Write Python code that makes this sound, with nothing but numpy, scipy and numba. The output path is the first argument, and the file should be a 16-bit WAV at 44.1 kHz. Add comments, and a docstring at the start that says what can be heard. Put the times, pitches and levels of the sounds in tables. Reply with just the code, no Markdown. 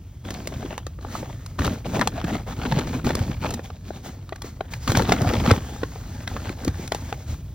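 """Puppy behind a paper bag

A puppy squeezes and paws between a glass door and a big paper bag, right under a hand-held phone.
The stiff paper buckles with sharp pops, dull taps and low thumps, and crinkles and flaps when pushed.
Fur hisses along it. A few dull knocks sound, probably a pebble or claws on the door track.
A small room and a low rumble lie behind. The phone's two microphone ports hear it all slightly apart."""
import sys
import numpy as np
from scipy import signal
from scipy.fft import rfft, irfft, next_fast_len
from scipy.io import wavfile
from scipy.ndimage import uniform_filter1d
from numba import njit

SR = 44100
rng = np.random.default_rng(int(sys.argv[2]) if len(sys.argv) > 2 else 0)


def inscribe(sig):
    """Save sig as 16-bit PCM at rate SR to the path in sys.argv[1].

    A 1-D sig is mono; a 2-D sig holds one channel per row.
    Samples are clipped to [-1, 1] before scaling.
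    """
    pcm = np.round(np.clip(np.atleast_2d(sig).T, -1, 1) * 32767)
    wavfile.write(sys.argv[1], SR, pcm.astype(np.int16))


N = 332514
TIME_S = np.arange(N) / SR
TOP_HZ = 15800
WALL_HZ, WALL_BEND_OCT = [805, 1415, 2090, 3910], .16  # bag wall resonances at rest; rms slide

# sharp paper pops and dull knocks, the knocks probably a pebble or claws on the door track:
# t/s, level/dB, treble re level/dB, burst length/s, ring f/Hz
POPS_AND_KNOCKS = [(.3056, -39.5, 2, 0.0012, 347), (.341, -48, 5, 0.00087, 890),
                   (.4723, -36, 3, 0.003, 596), (.7788, -34, -5.5, 0.002, 910),
                   (.8663, -40, -1, 0.0019, 540), (1.0482, -43.5, -44, 0.0011, 755),
                   (1.1516, -35.5, -48, 0.0052, 1163), (1.228, -43.5, -43, 0.005, 530),
                   (1.4603, -48.5, 6, 0.0054, 1024), (1.5892, -30, -12, 0.0055, 1029),
                   (1.618, -34, -22, 0.0036, 1120), (1.644, -32.5, -4, 0.007, 1270),
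                   (1.6653, -36.5, 0.5, 0.0021, 396.6), (1.993, -31, -9, 0.0032, 616),
                   (2.0117, -24, -8, 0.0037, 1755), (2.0165, -26, -34, .009, 995),
                   (2.0734, -26, 0, 0.002, 796), (2.214, -38, -14, 0.0016, 1700),
                   (2.2414, -35, -9, 0.0055, 300), (2.351, -37, -12, 0.005, 690),
                   (2.656, -37.5, -20, 0.0025, 412), (2.7206, -28.5, -13, 0.0052, 900),
                   (2.7865, -32, -4, 0.0057, 407), (3.046, -38, -12, 0.0021, 1280),
                   (3.1043, -29, -16, 0.0045, 590), (3.1519, -32.5, 4, 0.0019, 390),
                   (3.191, -39, -3, .003, 1508), (3.505, -43, 7, 0.0039, 507),
                   (3.5375, -40, 7.5, 0.0069, 782), (3.592, -41.5, -25, 0.0039, 520),
                   (3.7005, -44, -15, 0.0053, 747), (3.9059, -43, -53, 0.0018, 625),
                   (4.292, -46, -6.5, 0.0013, 1293), (4.3234, -37, -26, 0.0058, 653),
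                   (4.358, -46.5, -1, 0.0046, 1560), (4.4187, -42.5, 4, 0.0043, 943),
                   (4.6073, -33, -23, 0.0028, 656), (4.7357, -34, -6.5, 0.0034, 2205),
                   (4.876, -28.5, -6, 0.0045, 1220), (4.902, -35, -2, 0.0037, 1506),
                   (4.918, -29.5, 0, 0.0021, 520), (4.9496, -25, -15, 0.0063, 1491),
                   (4.9713, -29, 4.5, 0.0022, 526), (5.0207, -32.5, -3, 0.0015, 380),
                   (5.092, -27, -10.5, 0.0043, 674), (5.1204, -17, -9.5, 0.0034, 708),
                   (5.2171, -40, 5, 0.0022, 436), (5.2893, -35.5, -3, 0.0025, 2240),
                   (5.3356, -32, -6, 0.0028, 350.1), (5.5112, -19.5, -7, 0.003, 469),
                   (5.8318, -30.5, -20, 0.0037, 486.4), (6.2755, -31.5, -8.5, 0.0029, 1674),
                   (6.3654, -37, -35, 0.00089, 1090), (6.493, -36.5, -12, 0.0019, 1380),
                   (6.647, -48.5, 13.5, 0.0025, 374), (6.6787, -33, -5, 0.0015, 278),
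                   (6.876, -43.5, 4.5, .003, 2330), (6.9194, -27.5, -6, 0.0033, 660),
                   (6.947, -33.5, -1.5, 0.0014, 640), (7.1257, -32.5, -15.5, 0.0028, 756)]
# paw pads landing on paper: t/s, level/dB, panel f/Hz
PAW_TAPS = [(.521, -37.5, 629), (.627, -35, 693), (.726, -36, 636), (.987, -42, 516.8), (1.967, -29, 762.5),
            (3.07, -24.5, 637.8), (4.046, -44, 769), (5.0, -23, 885), (5.209, -27.5, 644),
            (5.761, -40, 830), (5.957, -40, 780)]
# bumps against the bag wall: t/s, peak level/dB, f/Hz
WALL_THUMPS = [(.561, -20, 98), (0.649, -22.5, 348), (1.596, -14, 76), (1.672, -16, 80),
               (2.244, -15.5, 147), (2.327, -18, 228), (2.723, -9.5, 147), (2.769, -10, 144),
               (3.062, -15.5, 106.9), (3.204, -11.5, 94.06), (3.295, -17, 160), (4.444, -24.5, 344),
               (4.892, -10, 103.9), (4.972, -7, 107), (5.215, -8.5, 136.6), (5.266, -12.5, 102.9),
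               (5.478, -6.5, 191), (5.514, -1.5, 99.4), (6.5, -22, 314.6), (6.652, -22, 417.7),
               (6.674, -11.5, 245), (6.684, -14, 84), (6.795, -22.5, 307), (7.289, -20.5, 83.3),
               (7.323, -18.5, 66.6)]
# shoves and paw strokes: t/s, swell/s, length/s, crinkle level/dB, fur level/dB
BAG_PUSHES = [(0.235, 0.018, 0.31, -45, -48.5), (0.549, 0.02, 0.19, -44, -48.5),
              (0.998, 0.027, 0.31, -48.5, -52), (1.077, 0.062, 0.119, -44.5, -41),
              (1.297, 0.03, 0.25, -59, -56), (1.582, 0.013, .09, -33, -37.5),
              (1.684, 0.014, 0.053, -40, -41.5), (1.842, 0.02, 0.1, -38, -43.5),
              (1.921, 0.021, .09, -34.5, -40), (2.013, 0.0087, .07, -40.5, -47),
              (2.123, 0.017, .07, -40, -47.5), (2.223, 0.069, .13, -36.5, -41.5),
              (2.461, 0.022, 0.049, -38, -42.5), (2.547, 0.032, 0.32, -40.5, -46.5),
              (2.634, .02, .15, -36.5, -44), (2.863, 0.0071, 0.098, -37.5, -42.5),
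              (3.038, 0.014, 0.049, -28.5, -35), (3.158, 0.018, 0.068, -37.5, -43),
              (3.232, 0.019, 0.081, -39.5, -48), (3.395, 0.03, 0.14, -37.5, -43.5),
              (3.627, .015, 0.02, -51, -45.5), (3.69, 0.015, 1.0, -59, -64),
              (3.828, 0.059, .06, -45.5, -47.5), (3.916, 0.035, 0.06, -48.5, -49),
              (4.019, 0.056, 0.0475, -43.5, -39.5), (4.422, 0.033, 0.041, -47.5, -43),
              (4.701, 0.027, 0.023, -48, -39.5), (4.791, 0.043, 0.0795, -63, -43),
              (4.867, 0.013, 0.08, -32.5, -34), (4.938, 0.019, 0.064, -26.5, -31.5),
              (5.062, 0.028, 0.075, -30.5, -34.5), (5.156, 0.078, 0.35, -33, -38.5),
              (5.451, 0.022, .1, -32.5, -37.5), (5.586, 0.031, 0.209, -48.5, -45.5),
              (5.808, 0.014, .44, -51, -48.5), (6.262, .02, 0.26, -44, -46),
              (6.546, 0.065, 0.1347, -43.5, -46), (6.694, 0.1, 0.168, -46.5, -44),
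              (6.9, .026, 0.2, -48.5, -45.5), (7.083, 0.056, 0.15, -55, -50.5),
              (7.249, 0.076, 0.066, -46.5, -40.5)]
# smooth brushing to jerky shoving: crinkle level/dB, level scatter/dB, crease size spread/dB
JERK_BY_LEVEL = [(-39, 2, 2.9), (-31, 3.2, 5)]
# paper panel modes, also used for the knocks: f/main f, level/dB
RING_MODES = [(0.597, -4.5), (1, 0), (1.451, -18.5)]
# air modes inside the bag: f/Hz, level re direct/dB
BAG_AIR_MODES = [(468, -9), (830, -3), (1150, -5)]
# modes of the gap between bag, door and phone: f/Hz, level re direct/dB
GAP_MODES = [(1750, -18.5), (3390, -10.5), (4140, -10.5)]
# source spectra: f/Hz, relative density/dB
CRACK_SPECTRUM = [(300, -20), (700, 5.5), (1500, 7), (2900, 1), (4100, 2), (5500, -5), (9000, -20),
                  (15000, -26)]
CRINKLE_SPECTRUM = [(200, -19), (500, 4.5), (1100, -3), (2000, -10.5), (3000, -11.5), (4200, -18),
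                    (7000, -26), (15000, -55)]
FLAP_SPECTRUM = [(60, -14), (130, -4.5), (250, -2), (370, -12.5), (1500, -47.5)]
FUR_SPECTRUM = [(800, 10), (4200, 1.5), (6500, 9), (11000, -1.5), (15000, 0.5)]
RUMBLE_SPECTRUM = [(20, -39), (36, -9), (52, 1), (100, 1), (140, -4), (220, -20), (1500, -45.5)]
# rumble of room and held phone: t/s, level/dB
RUMBLE_LEVELS = [(0.0, -39.5), (3.5, -30.5), (3.74, -39.5), (4.7, -37.5), (5.4, -23.5), (5.7, -35),
                 (7.35, -33.5)]
# left port behind right: f/Hz, phase/rad
PORT_LAG_RAD = [(200, 0), (1800, .1), (3500, .55), (5200, 1.2), (8400, 3), (12000, 3.2), (15500, 5.2)]
# left port over right: f/Hz, level/dB
PORT_TILT_DB = [(250, 0), (550, 2), (3500, 1.5), (8000, 0)]
# scattered sound, unlike at the two ports: f/Hz, level re direct/dB
PORT_SCATTER_DB = [(100, -58), (280, -17.5), (550, -9), (4800, -7), (9000, -56), (12000, -33), (15000, -16)]


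def pops_and_knocks(crack_db=1, treble_db=1, cycles=0.74, tail_db=-19, tail_s=0.0096, size=4096):
    """Sharp pops of buckling paper and dull knocks: each a grainy burst with a brief ring."""
    out, t = np.zeros((2, N)), np.arange(size) / SR
    for start_s, db, bright_db, burst_s, hz in POPS_AND_KNOCKS:
        burst = rng.standard_normal((2, size)) * np.exp(.5 * rng.standard_normal(size))
        decay = np.exp(-(t / burst_s) ** 2) + undb(tail_db) * np.exp(-t / tail_s)
        burst *= (1 - np.exp(-2 * t / burst_s)) * decay
        burst += np.roll(burst, int(SR / hz * rng.uniform(0.55, 1)), axis=-1) / 2  # comb colouring
        crack = colour(burst, CRACK_SPECTRUM)
        body = band(crack, 260, 3600 * 2 ** (bright_db / 40))
        body *= burst_gain(band(body, 600, 6900), db + crack_db)
        treble = band(band(crack, 7100, TOP_HZ), 5950, TOP_HZ)
        treble *= burst_gain(treble, db + bright_db + treble_db)
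        ring = 0
        for ratio, mode_db in RING_MODES:
            mode = np.sin(2 * np.pi * (ratio * hz * t + rng.random((2, 1))))
            ring_s = cycles / (ratio * hz) + burst_s / 2
            ring += undb(mode_db) * mode * np.exp(-t / ring_s)
        ring *= 1 - np.exp(-2 * hz * t)
        ring_db = db + 4 - 6.5 * np.log2(hz / 603) - 0.18 * bright_db  # low, dull ones ring more
        add(out, start_s, body + treble + ring * burst_gain(ring, ring_db))
    return out


def taps(scuff_db=-6, cycles=1.3, contact_s=0.004, size=4096):
    """A pad presses softly: the panel swings a few times under a short, dull scuff."""
    out, t = np.zeros((2, N)), np.arange(size) / SR
    for start_s, db, hz in PAW_TAPS:
        swing = sum(undb(mode_db) * np.sin(2 * np.pi * ratio * hz * t) * np.exp(-ratio * hz * t / cycles)
                    for ratio, mode_db in RING_MODES)
        swing *= 1 - np.exp(-t / contact_s)
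        scuff = band(rng.standard_normal((2, size)) * t * np.exp(-2 * t / contact_s), 300, 1500)
        add(out, start_s, swing * burst_gain(swing, db) + scuff * burst_gain(scuff, db + scuff_db))
    return out


def thumps(rise_cycles=0.7, sag_cycles=0.11, size=6000):
    """The bag wall bulges and settles in a few swings, its pitch sagging as it slackens."""
    out, t = np.zeros(N), np.arange(size) / SR
    for start_s, db, hz in WALL_THUMPS:
        age = hz * t / rise_cycles
        bulge = (age * np.exp(1 - age)) ** 2
        phase_cycles = hz * t + sag_cycles * (1 - np.exp(-age))
        add(out, start_s, undb(db) * bulge * np.sin(2 * np.pi * phase_cycles))
    return out


def push_levels(release_s=.042, rest_db=(-62, -63.5)):
    """Crinkle and fur levels in dB: each push swells, holds and dies back to a faint stirring."""
    power, t = np.zeros((2, N)), np.arange(2 * SR) / SR
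    for start_s, swell_s, length_s, *levels_db in BAG_PUSHES:
        shape = np.minimum(t / swell_s, 1) * np.exp(-np.maximum(t - length_s, 0) / release_s)
        add(power, start_s, np.outer(undb(levels_db), shape) ** 2)
    return 10 * np.log10(power + undb(rest_db)[:, None] ** 2)


def creases(rate_hz, spread_db, cycles=2.8, slip_s=.001, flicker_db=2, band_scatter_db=4, octaves=7):
    """Creases slip at random; each rings a few cycles in every octave, at uneven levels."""
    slips = np.flatnonzero(rng.random(N) < rate_hz / SR)
    size_db = spread_db[slips] * (np.minimum(rng.exponential(size=len(slips)), np.pi) - 2)
    out = 0
    for hz in TOP_HZ / np.sqrt(2) / 2 ** np.arange(octaves):
        energy = np.zeros(N)
        energy[slips] = undb(size_db + band_scatter_db * rng.standard_normal(len(slips))) ** 2
        for tau_s in (slip_s / 4, slip_s + cycles / hz):  # rise, fall
            energy = signal.lfilter([1], [1, -np.exp(-2 / (tau_s * SR))], energy)
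        envelope = unit_rms(np.sqrt(energy) * undb(flicker_db * walk(30)))
        out += band(envelope * rng.standard_normal((2, N)), hz / np.sqrt(2), hz * np.sqrt(2))
    return out


def rustle(crinkle_db, fur_db, base_rate_hz=330, rate_doubling_db=30, flap_over_crinkle_db=7):
    """Harder pushing creases the paper faster; loose panels flap; sliding fur hisses."""
    rate_hz = base_rate_hz * 2 ** ((crinkle_db - crinkle_db.mean()) / rate_doubling_db)
    level_db, scatter_db, spread_db = np.transpose(JERK_BY_LEVEL)
    jerk = undb(np.interp(crinkle_db, level_db, scatter_db) * walk(45))
    slips = creases(rate_hz, np.interp(crinkle_db, level_db, spread_db))
    crinkle = unit_rms(colour(slips, CRINKLE_SPECTRUM) * jerk)
    flap = unit_rms(colour(rng.standard_normal((2, N)) * undb(2 * walk(60)), FLAP_SPECTRUM))
    fur = unit_rms(colour(rng.standard_normal((2, N)), FUR_SPECTRUM) * np.sqrt(jerk))
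    return (crinkle + flap * undb(flap_over_crinkle_db)) * undb(crinkle_db) + fur * undb(fur_db)


def flexing_wall(x, q=8.0, ring_db=-3.5, sway_db=3.5, bend_rate_hz=9):
    """The rubbed wall bends, so its resonances slide in pitch and come and go."""
    out = x
    for rest_hz in WALL_HZ:
        hz = rest_hz * 2 ** (WALL_BEND_OCT * walk(bend_rate_hz))
        ring = np.array([resonate(row, hz, q) for row in x])
        out = out + ring * undb(ring_db + sway_db * walk(bend_rate_hz))
    return out


def cavity(x, modes, q, drift_oct=0):
    """Enclosed air rings briefly; soft walls let its modes drift."""
    drift = 2 ** (drift_oct * walk(2.2))
    return x + np.array([sum(undb(db) * resonate(row, hz * drift, q) for hz, db in modes) for row in x])


def rumble(hum_hz=92, hum_db=-43.5):
    """Low noise of room and held phone, with a wavering hum."""
    noise = unit_rms(colour(rng.standard_normal((1, N)), RUMBLE_SPECTRUM, size=8192)[0])
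    level_db = np.interp(TIME_S, *np.transpose(RUMBLE_LEVELS))
    hum = np.sin(2 * np.pi * hum_hz * TIME_S + .5 * walk(18)) * undb(hum_db + 2 * walk(24))
    return noise * undb(level_db) + hum


def room_response(t60_s=0.25):
    """Small room: a band-limited, decaying spray of reflections."""
    t = np.arange(SR // 2) / SR
    spray = rng.standard_normal(len(t)) * np.exp(-np.log(1000) * t / t60_s)
    return band(spray / np.sqrt(np.sum(spray ** 2)), 170, 4000)


def ports(direct, scattered, room_db=-27):
    """Direct sound reaches the left port later; door and floor scatter and room echo differ per port."""
    size = 2 * next_fast_len((N + SR) // 2)
    lag_rad, tilt_db = over_bins(PORT_LAG_RAD, size), over_bins(PORT_TILT_DB, size)
    share = undb(over_bins(PORT_SCATTER_DB, size))
    direct, scattered = rfft(direct, size), rfft(scattered, size)
    out = []
    for side in (1, -1):  # left, right
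        near = (direct + side * share * scattered) / np.sqrt(1 + share ** 2)
        near *= undb(side * tilt_db / 2) * np.exp(-1j * side * lag_rad / 2)
        room = undb(room_db) * direct * rfft(room_response(), size)
        out.append(irfft(near + room)[:N])
    return np.array(out)


def undb(db):
    """Decibels to gain."""
    return 10 ** (np.asarray(db) / 20)


def unit_rms(x):
    """Scale to rms 1."""
    return x / np.sqrt(np.mean(x ** 2))


def burst_gain(x, db):
    """Gain that gives a burst the energy of 10 ms at this level."""
    return undb(db) * np.sqrt(SR / 100 / np.sum(x ** 2, axis=-1, keepdims=True))


def walk(rate_hz):
    """Random values joined by ramps, rms 1."""
    hold = int(SR / rate_hz)
    steps = np.repeat(rng.standard_normal(N // hold + 1), hold)
    return unit_rms(uniform_filter1d(steps, hold)[:N])


def add(track, start_s, sound):
    """Mix a sound into a track."""
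    start = int(start_s * SR)
    track[..., start:start + sound.shape[-1]] += sound[..., :N - start]


def over_bins(table, size):
    """Frequency table interpolated onto FFT bins, in log f."""
    hz, value = np.transpose(table)
    return np.interp(np.log(np.arange(size // 2 + 1) * SR / size + 1), np.log(hz), value)


def colour(x, spectrum, size=2048):
    """Minimum-phase filter with the given spectrum."""
    cepstrum = irfft(np.log(undb(over_bins(spectrum, size))))
    cepstrum[1:size // 2] *= 2
    cepstrum[size // 2 + 1:] = 0
    impulse = irfft(np.exp(rfft(cepstrum)))
    return signal.oaconvolve(x, impulse[None])[:, :x.shape[1]]


def band(x, lo_hz, hi_hz):
    """Causal band-pass."""
    return signal.sosfilt(signal.butter(2, [lo_hz, hi_hz], "band", fs=SR, output="sos"), x)


@njit
def resonate(x, hz, q):
    """State-variable band-pass, gain 1 at its moving centre."""
    out, band_state, low_state = np.empty(len(x)), 0., 0.
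    for i in range(len(x)):
        g = np.tan(np.pi * hz[i] / SR)
        passed = (band_state + g * (x[i] - low_state)) / (1 + g * (g + 1 / q))
        band_state = 2 * passed - band_state
        low_state += 2 * g * passed
        out[i] = passed / q
    return out


def scene():
    """Impacts and rubbing as two rows, direct and scattered; thumps and rumble join the direct row."""
    bursts = pops_and_knocks()
    impacts = cavity(bursts + taps(), BAG_AIR_MODES, q=18.0, drift_oct=WALL_BEND_OCT / 2)
    rubbing = flexing_wall(rustle(*push_levels()))
    direct, scattered = cavity(rubbing + impacts, GAP_MODES, q=6.0)
    glance = undb(-19) * band(bursts[1], 4000, TOP_HZ)  # off the glass, alike at both ports
    return ports(direct + thumps() + rumble(), scattered) + glance


def record(dry):
    """The phone rounds the loudest peaks and cuts the top."""
    lowpass = signal.ellip(8, .1, 60, TOP_HZ, fs=SR, output="sos")
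    return signal.sosfiltfilt(lowpass, np.tanh(dry))


dry = scene()
out = record(dry)
inscribe(out)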